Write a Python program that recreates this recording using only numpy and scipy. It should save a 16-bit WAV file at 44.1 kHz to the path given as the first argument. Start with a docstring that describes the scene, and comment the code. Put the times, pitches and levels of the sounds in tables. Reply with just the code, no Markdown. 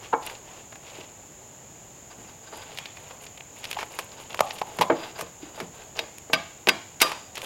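"""A steady insect hiss over open air, a faint short scrape, then knocks: a man peels a pine slab with a drawknife.
Scrape and soft rustles of his steps: tiny coloured clicks under one kind of envelope. Cracks: noise bursts of
breaking bark. Knocks and one short squeak: damped modes of the slab on its trestles plus coloured noise bursts.
Steel: rings after hard bites and sings faintly on bare wood. Shed roof: short scattered echo.
Forest: two bands of coloured noise."""
import sys
import numpy as np
from scipy import signal
from scipy.fft import rfft, irfft
from scipy.io import wavfile
from scipy.ndimage import uniform_filter1d

SR = 44100
rng = np.random.default_rng(int(sys.argv[2]) if len(sys.argv) > 2 else 0)


def persist_wave(psi):
    """Save psi, clipped to +-1, as 16-bit WAV."""
    counts = np.round(np.clip(psi, -1, 1) * 32767).astype(np.int16)
    wavfile.write(sys.argv[1], SR, np.atleast_2d(counts).T)


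N = 328545
TIME_S = np.arange(N) / SR

# open air and forest: (frequency [Hz], relative density [dB per Hz])
AIR_COLOUR = [(15, -48), (35, -3.5), (60, 0.5), (120, 6), (220, 0), (500, -0.5), (800, -0.5), (1250, -10.5),
              (2800, -11), (4800, -20), (8500, -21), (14000, -20.5), (15300, -23.5), (16000, -16.5)]
# insect chorus: (frequency [Hz], relative density [dB per Hz])
INSECT_COLOUR = [(4800, -24), (5300, -19.5), (5900, -21), (6300, -9.5), (6700, -1.5), (7150, -0.5),
                 (7500, -8.5), (7900, -17), (8200, -23), (10000, -76)]
# echo decay: (frequency [Hz], t60 [s])
SHED_T60 = [(150, 0.36), (400, 0.25), (1000, 0.41), (2800, 0.56), (7000, 0.59), (14000, 0.3)]
# echo spectrum: (frequency [Hz], relative level [dB])
SHED_COLOUR = [(100, 15.5), (400, 17.5), (1000, 11.5), (2800, 2.5), (5000, 1.5), (8000, 0.5), (15000, -3)]
# sound sent toward the shed as the man shifts along the slab: (time [s], gain [dB])
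TOWARD_SHED = [(.13, -7), (2.8, 3), (3.8, -10), (4.4, -9), (4.9, -7), (5.6, -6), (6.33, -3), (6.69, -5.5),
               (7.02, -2.5)]
# blows on the slab, and one short squeak (3.767):
# (time [s], relative level [dB], centre [Hz], spread [octaves], contact time [s])
KNOCKS = [(.1292, -8.5, 950, 0.39, 0.05), (.136, -12.5, 705, 0.82, 0.044),  (0.983, -30, 298, 0.86, 0.058),
          (2.184, -31.5, 220, 0.76, 0.24), (2.526, -34, 740, 0.9, 0.13), (3.767, -17, 880, 0.23, 0.02),
          (4.4081, -9, 895, 0.68, 0.0044), (4.793, -18.5, 175, 0.99, 0.057),
          (4.8998, -7.5, 684, 0.82, 0.067), (4.903, -4.5, 343, 0.2, 0.025), (4.921, -19, 328, 1.44, 0.099),
          (5.192, -25, 704, 0.5, 0.074), (5.222, -26.5, 260, 1.2, .06), (5.428, -24.5, 316, 0.26, 0.26),
          (5.577, -29.5, 800, 0.57, 0.015), (5.607, -22, 460, 0.41, 0.07), (5.615, -18.5, 161, 0.87, 0.05),
          (5.992, -24.5, 487, 0.78, 0.024), (6.299, -28.5, 516, 1.03, .031), (6.674, -12, 454, 0.89, 0.018)]
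# modes of the slab on its trestles: (frequency [Hz], relative level [dB], t60 [s])
SLAB_MODES = [(174, 3.5, 0.18), (287, 5, 0.052), (334, 1, 0.11), (464.4, 8, 0.12), (586, -6, 0.058),
              (651, 9, 0.092), (766, -30, 0.12), (854, 6.5, 0.09), (923, 8, 0.062), (1087, -37, 0.069),
              (1286, -8, 0.08), (1550, -20, 0.24), (1900, -32, 0.04), (2250, 10.5, 0.13)]
# blade springing free: (time [s], relative ring level [dB], favoured pitch [Hz])
BITES = [(5.99, -30, 3640), (6.334, -35, 2300), (6.688, -35, 2700), (7.0168, -15.5, 3950),
         (7.028, -17.5, 1200)]
# modes of the blade wedged in the wood: (frequency [Hz], width before extra damping [Hz], relative level [dB])
BLADE_MODES = [(640, 10.4, 2), (880, 22, -14), (1193, 18, 2.5), (1540, 22, 1), (2200, 120, -9.5),
               (2700, 71, -4.5), (3150, 73, -11), (3340, 88, -7.5), (3770, 25, 1.5), (4050, 120, -8),
               (4450, 43, -14), (4900, 105, -27), (4830, 12.7, 3.5), (5690, 85, -8.5)]
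# edge sliding on bare wood: (frequency [Hz], relative level [dB])
FRICTION_COLOUR = [(300, -20), (650, -3), (880, 10), (1200, -4), (1600, 1), (2600, -2), (3650, -4),
                   (4500, -8), (4850, -1), (5100, -3), (6000, -14), (9000, -30)]
# tearing fibres and flakes: (frequency [Hz], relative level [dB])
RASP_COLOUR = [(300, -59), (1000, -3.5), (1700, -2), (2800, 5.5), (4000, -3), (5500, -7), (8000, -16),
               (16000, -43)]
# rubbing wood: (frequency [Hz], relative level [dB])
RUB_COLOUR = [(60, -1.5), (170, -12.5), (400, 6.5), (650, 6.5), (900, 6.5), (1300, -1.5), (2200, -12),
              (5000, -24)]
# crumbling dry bark: (frequency [Hz], relative level [dB])
CRUMB_COLOUR = [(1000, -29), (3000, -1), (6000, -10), (9000, 6), (13000, 3), (16000, -13)]
# pulls of the blade, and soft rustles as the man steps (0.448, 0.819):
# (start [s], length [s], relative level [dB], bare wood under the edge [0-1], crumbling above that level [dB])
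STROKES = [(0, 0.038, -44, 0, -25), (0.21, 0.094, -44, 0.45, -11.5), (0.448, .13, -49, 0.25, -25),
           (0.819, 0.19, -46.5, 0, -22), (2.092, 0.019, -59.5, 0.83, -13), (2.178, 0.11, -55.5, 0.53, -18),
           (2.426, 0.056, -57.5, 0.7, -18), (2.523, 0.055, -53.5, 0.91, -3), (2.602, 0.14, -47, 0, -18),
           (2.944, 0.17, -53, .2, -10), (3.2, 0.039, -51.5, 0, -9), (3.553, 0.26, -45.5, 0, -9.5),
           (3.898, 0.12, -49.5, 0.37, -3.5), (4.103, 0.039, -55.5, 0.77, -22),
           (4.181, 0.032, -48.5, 0.3, -8), (4.29, 0.28, -45.5, .1, -10), (4.662, 0.15, -48, 0.48, -6),
           (4.947, 0.12, -44.5, 0.64, -15), (5.149, 0.04, -48, 0.76, -19), (5.401, 0.089, -53.5, 0.59, -27),
           (5.537, 0.067, -50, 0.68, -10), (5.728, 0.087, -53, 0.54, -13), (5.95, 0.03, -41, .45, -21),
           (7.005, 0.045, -34, 0, -14), (7.342, 0.047, -45.5, 0, -3), (7.422, .03, -39, 0.2, -1)]
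# larger pieces of bark breaking: (time [s], relative level [dB], woody body [dB], splintery top [dB], t60 [s])
CRACKS = [(0.265, -43, -17, 13, 0.015), (0.7234, -41.5, 10, -26, 0.061), (.7567, -43, 6.5, -17, 0.023),
          (2.7745, -32, -4, -17, 0.029), (2.7867, -28, -0.5, -16, 0.022), (2.857, -30.5, -3.5, -24, 0.02),
          (2.97, -40, 5.5, -20, 0.039), (3.1091, -41, 13, -28, 0.053), (3.2665, -36, -8, -24, 0.019),
          (3.3753, -39.5, -1, -22, .023), (3.4083, -37.5, 2.5, -33, 0.0047), (3.642, -28.5, -3, -17, .028),
          (3.6533, -28, -6, -22, 0.018), (3.7127, -28, -1, -7.5, 0.014), (3.7296, -29.5, 0, -16, 0.024),
          (3.789, -28.5, 10, -25, 0.048), (3.8077, -30.5, 8, -19, 0.081), (3.8297, -31.5, 11.5, -22, .03),
          (3.989, -26.5, 10.5, -10, 0.033), (4.3004, -43.5, 12, -24, 0.048), (4.3452, -31, 10.5, -16, .022),
          (4.3925, -24.5, 11.5, -26, 0.016), (4.4064, -23, 20.5, -8.5, 0.017),
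          (4.5076, -24, -7, -35, 0.022), (4.5857, -35.5, -3, -11, 0.046), (4.6157, -30, 18.5, -25, .028),
          (4.7876, -27, 11, -20, 0.03), (4.811, -20, 18, -16, 0.076), (4.8196, -17.5, -3, -22, 0.059),
          (5.1896, -34, 8, -9, .12), (5.2098, -32, 12, -4, 0.045), (5.6021, -30, 10, -17, 0.041),
          (5.9912, -15.5, -6, -25, 0.025), (6.1836, -43.5, 1, 3.5, 0.0066), (6.333, -6, 0.5, -27.5, 0.048),
          (6.672, -16.5, 3.5, -26, 0.08), (6.6875, -3, -1.5, -23.5, 0.038), (7.0035, -19, -7, -18, 0.092),
          (7.017, -5.5, 3, -10, 0.019), (7.0266, -12, -2, -14, 0.048), (7.1181, -28, 10.5, -19.5, 0.042),
          (7.3547, -30, -11, -12, 0.032), (7.37, -28, -3, -30, 0.11), (7.3796, -35, 10, -9, 0.018),
          (7.4182, -33, 0, -11, 0.017)]
# spectrum common to all cracks: (frequency [Hz], relative level [dB])
CRACK_COLOUR = [(40, -33), (150, -9.5), (280, -13), (430, -1), (950, 1.5), (1400, -3), (2400, 6.5),
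                (4000, -3), (5500, 1.5), (8000, 1), (13000, 0), (16000, -11)]

LOWPASS_HZ = 16100
TEAR_LEAD_S = .004  # fibres start tearing this long before a snap
# a pull or rustle takes hold, builds up to its end, then dies away
ATTACK_S, SWELL_DB, RELEASE_DB_PER_S = 0.014, 4.5, 166
# bare wood rubs harder than bark and sets the steel singing
RUB_DB_WHEN_BARE, SING_DB_WHEN_BARE = 8, 34.5
# the more wood a piece takes with it, the lower it rings
CHIP_HZ, CHIP_OCTAVES_PER_DB = 3070, 0.1
# cracks harder than HARD_DB jolt the slab too
HARD_DB = -9
JOLT_DB, JOLT_HZ, JOLT_OCTAVES, JOLT_S = -15.5, 210, 1, 0.021


def amp(db):
    """Decibels to gain."""
    return 10 ** (np.asarray(db) / 20)


def evened(x):
    """Scales to an rms of one."""
    return x / np.sqrt(np.mean(x ** 2) + 1e-20)


def read(points, hz):
    """Curve joined by straight lines over log frequency."""
    point_hz, value = np.transpose(points)
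    return np.interp(np.log(hz + 1), np.log(point_hz + 1), value)


def add(mix, start_s, sound):
    """Mixes a sound in at a time."""
    part = mix[max(round(start_s * SR), 0):][:len(sound)]
    part += sound[:len(part)]


def coloured(x, points):
    """Full-length sound given a spectrum, at unit rms."""
    gain = amp(read(points, np.fft.rfftfreq(N, 1 / SR)))
    return evened(irfft(rfft(x) * gain, N))


def causal(x, gain_db):
    """Minimum-phase filter for a short sound: nothing rings before its attack."""
    log_gain = np.log(amp(np.concatenate([gain_db, gain_db[-2:0:-1]])))
    response = np.exp(np.conj(signal.hilbert(log_gain)))[:len(gain_db)]
    return irfft(rfft(x) * response)


def hump(hz, centre_hz, octaves):
    """Bell of height one on a log frequency axis."""
    return np.exp(-(np.log2((hz + 1) / centre_hz) / octaves) ** 2)


def ring(modes, size=16384):
    """Damped sines of a resonant body, alternating in sign."""
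    t = np.arange(size) / SR
    out = np.zeros(size)
    for k, (hz, db, t60_s) in enumerate(modes):
        out += (-1) ** k * amp(db - 60 * t / t60_s) * np.sin(2 * np.pi * hz * t)
    return out


def burst(t60_s, snap, lumpy_db=4, tear_db=-19, size=8192):
    """Brief rising noise, then a snap and a dying, lumpy shower of noise; nearly white, about unit energy."""
    t = (np.arange(size) - round(TEAR_LEAD_S * SR)) / SR
    lumps = evened(uniform_filter1d(rng.standard_normal(size), size=30))
    tearing_db = tear_db + 10 * t / TEAR_LEAD_S
    decay_db = -60 * t / max(t60_s, .002)
    shape_db = np.where(t < 0, tearing_db, decay_db)
    x = rng.standard_normal(size) * amp(shape_db + lumpy_db * lumps)
    x = x / np.linalg.norm(x) + snap * (t == 0)
    power = uniform_filter1d(abs(rfft(x)) ** 2, size=130)
    return causal(x, -10 * np.log10(power + 1e-6))  # whitened


def grains(per_s, spread_db):
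    """Random tiny clicks, a few much larger than the rest."""
    size = amp(spread_db * np.minimum(rng.exponential(1, N), 4))
    sign = rng.choice([-1, 1], N)
    return evened(size * sign * (rng.random(N) < per_s / SR))


def clumps(depth_db, step_s):
    """Gain that jumps about as the edge catches and slips."""
    steps = np.clip(rng.standard_normal(N // 40), -2, 2)
    return evened(amp(depth_db * np.interp(TIME_S / step_s, np.arange(len(steps)), steps)))


def steel_db(hz, damping=1, valley_db=-14):
    """Blade response: modal peaks over a low valley; damping widens and lowers the peaks."""
    peaks = sum(amp(db) ** 2 / (1 + (2 * (hz - mode_hz) / (width_hz * damping)) ** 2)
                for mode_hz, width_hz, db in BLADE_MODES)
    return 10 * np.log10(amp(valley_db) ** 2 + 2 * peaks / damping)


def effort(db_when_bare=0, crumbling=False, size=30000):
    """Gain over time: every pull or rustle has the same attack, swell and release."""
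    out, t = np.zeros(N), np.arange(size) / SR
    for start_s, length_s, db, bare, crumble_db in STROKES:
        swell_db = SWELL_DB * (np.minimum(t / length_s, 1) - 1)
        release_db = -RELEASE_DB_PER_S * np.maximum(t - length_s, 0)
        level_db = db + db_when_bare * np.clip(bare, 0, 1) + crumbling * crumble_db
        attack = np.minimum(t / ATTACK_S, 1)
        add(out, start_s, attack * amp(level_db + swell_db + release_db))
    return out


def forest(air_db=-50.0, insects_db=-50.0):
    """Low wash of open air and a far insect chorus merged into one hiss."""
    air = coloured(rng.standard_normal(N), AIR_COLOUR)
    insects = coloured(rng.standard_normal(N), INSECT_COLOUR)
    return amp(air_db) * air + amp(insects_db) * insects


def shed(x, wet_db=-11, first_s=0.0099, build_s=0.0012, size=26000):
    """Roof and posts return a scattered echo: weak at first, full after a short gap, then decaying."""
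    sparse = rng.standard_normal(size) * rng.random(size) ** 4
    hz, t, z = signal.stft(sparse, SR, nperseg=256)
    decay_db = -60 * t / read(SHED_T60, hz)[:, None]
    shape = amp(decay_db + read(SHED_COLOUR, hz)[:, None])
    tail = signal.istft(z * shape, SR, nperseg=256)[1][:size]
    tail *= np.interp(np.arange(size) / SR, [.003, first_s, first_s + build_s], [.3, .45, 1])
    return amp(wet_db) * signal.oaconvolve(x, tail / np.linalg.norm(tail))[:N]


def blow_db(hz, centre_hz, octaves, tick_db=-23, tick_hz=1700):
    """Spectrum of a knock or the squeak: a hump at its centre plus a weaker tick at a fixed pitch."""
    tick = amp(tick_db) ** 2 * hump(hz, tick_hz, 0.69)
    return 10 * np.log10(hump(hz, centre_hz, octaves) + tick + 1e-6)


def knocks(ring_db=-17, clatter_db=32, cutoff_hz=110, size=8192):
    """Blows, and one short squeak, ring slab modes around their own pitch and add a dull clatter of noise."""
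    out, hz = np.zeros(N), np.fft.rfftfreq(size, 1 / SR)
    jolts = [(s, db + JOLT_DB, JOLT_HZ, JOLT_OCTAVES, JOLT_S) for s, db, *_ in CRACKS if db > HARD_DB]
    for s, db, centre_hz, octaves, contact_s in KNOCKS + jolts:
        rocking = min(contact_s / 0.023, 1) ** 2  # a brief contact hardly sets the slab going
        modes = [(f, level_db + blow_db(f, centre_hz, octaves), t60_s) for f, level_db, t60_s in SLAB_MODES]
        clatter = causal(burst(contact_s, snap=0.022), blow_db(hz, centre_hz, octaves))
        add(out, s, rocking * amp(db + ring_db) * ring(modes))
        add(out, s - TEAR_LEAD_S, amp(db + clatter_db) * clatter)
    # keeps the knocks free of deep bass
    return signal.sosfilt(signal.butter(2, cutoff_hz, "high", fs=SR, output="sos"), out)


def blade(bite_db=-4):
    """Steel rings after each hard bite, strongest near the favoured pitch; t60 follows mode width."""
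    out = np.zeros(N)
    for s, db, favoured_hz in BITES:
        modes = []
        for mode_hz, width_hz, level_db in BLADE_MODES:
            favour_db = 18 * (hump(mode_hz, favoured_hz, 0.44) - 1)
            t60_s = np.log(1000) / np.pi / width_hz
            modes.append((mode_hz, level_db + favour_db, t60_s))
        add(out, s, amp(db + bite_db) * ring(modes))
    return out


def glide(glide_db=-21, judder_db=5):
    """Steel sings faintly as it judders along bare wood: friction noise through the blade response."""
    hz = np.fft.rfftfreq(N, 1 / SR)
    friction = coloured(clumps(judder_db, .015) * rng.standard_normal(N), FRICTION_COLOUR)
    singing = evened(irfft(rfft(friction) * amp(steel_db(hz, damping=3)), N))
    return singing * amp(glide_db) * effort(SING_DB_WHEN_BARE)


def chips(per_s=70, spread_db=4, t60_s=0.023, count=14):
    """Small flakes snap off at random, spread over a set of pitches."""
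    out, hz = np.zeros(N), np.fft.rfftfreq(8192, 1 / SR)
    for chip_hz in np.geomspace(1700, 5500, count):
        colour_db = read(RASP_COLOUR, hz) / 2 + 12 * hump(hz, chip_hz, 0.52)
        tick = causal(burst(t60_s, snap=0.94), colour_db)
        out += signal.oaconvolve(grains(per_s / count, spread_db), tick)[:N]
    return evened(out)


def scrape(rasp_db=-1.5, chips_db=-0.5, rub_db=-2, crumb_db=0, catch_db=3, crumble_db=9.0):
    """Fibres tear, flakes tick, wood rubs and dry bark crumbles; the same grains make the soft step rustles."""
    rasp, rub, crumb = effort(), effort(RUB_DB_WHEN_BARE), effort(crumbling=True)
    tearing = coloured(grains(per_s=5000, spread_db=4.0) * clumps(catch_db, 0.011), RASP_COLOUR)
    rubbing = coloured(grains(per_s=1500, spread_db=3.0), RUB_COLOUR)
    crumbling = coloured(grains(per_s=4000, spread_db=5.5) * clumps(crumble_db, 0.0079), CRUMB_COLOUR)
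    out = amp(rasp_db) * rasp * tearing
    out += amp(chips_db) * np.sqrt(rasp * crumb) * chips()  # most flakes fly where the bark is loose
    out += amp(rub_db) * rub * rubbing
    return out + amp(crumb_db) * crumb * crumbling


def cracks(damping, level_db=-1.0, snap=0.37, chip_db=6, chip_octaves=0.44,
           steel_gain_db=6, steel_top_db=8, size=8192):
    """Each break has a woody body, a ringing chip and a splintery top; the hardest shake the wedged blade."""
    out, hz = np.zeros(N), np.fft.rfftfreq(size, 1 / SR)
    body = read([(1000, 1), (1800, 0.18)], hz)
    top = read([(4000, 0.019), (8000, 0.77)], hz)
    wedged_db = steel_db(hz, damping, valley_db=-12.5) + steel_gain_db + steel_top_db * top
    for s, db, body_db, top_db, t60_s in CRACKS:
        chip_hz = CHIP_HZ * 2 ** (-CHIP_OCTAVES_PER_DB * body_db)
        bite = np.interp(db, [-22, -9], [0, 1])  # hard cracks trade the chip for steel
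        colour_db = read(CRACK_COLOUR, hz) + body_db * body + top_db * top
        colour_db += (1 - bite) * chip_db * hump(hz, chip_hz, chip_octaves) + bite * wedged_db
        add(out, s - TEAR_LEAD_S, causal(burst(t60_s, snap), db + colour_db))
    return out * np.sqrt(SR / 100) * amp(level_db)  # burst energy referred to rms over 0.01 s


def scene():
    """Work at the trestles, its echo and the forest."""
    ringing = knocks() + blade()
    direct = cracks(damping=2) + ringing
    # the shed gathers sound from all directions, where the blade's peaks blur together
    scattered = cracks(damping=9) + ringing
    toward_shed = amp(np.interp(TIME_S, *np.transpose(TOWARD_SHED)))
    echo = shed(scattered * toward_shed)
    return (direct + echo + glide() + scrape() + forest())[None]


def record(dry):
    """Hard clipping at full scale, then a linear-phase low-pass."""
    clipped = np.clip(dry, -1, 1)
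    lowpass = signal.firwin(401, LOWPASS_HZ, window=("kaiser", 7), fs=SR)
    return signal.oaconvolve(clipped, lowpass[None], "same")


dry = scene()
out = record(dry)
persist_wave(out)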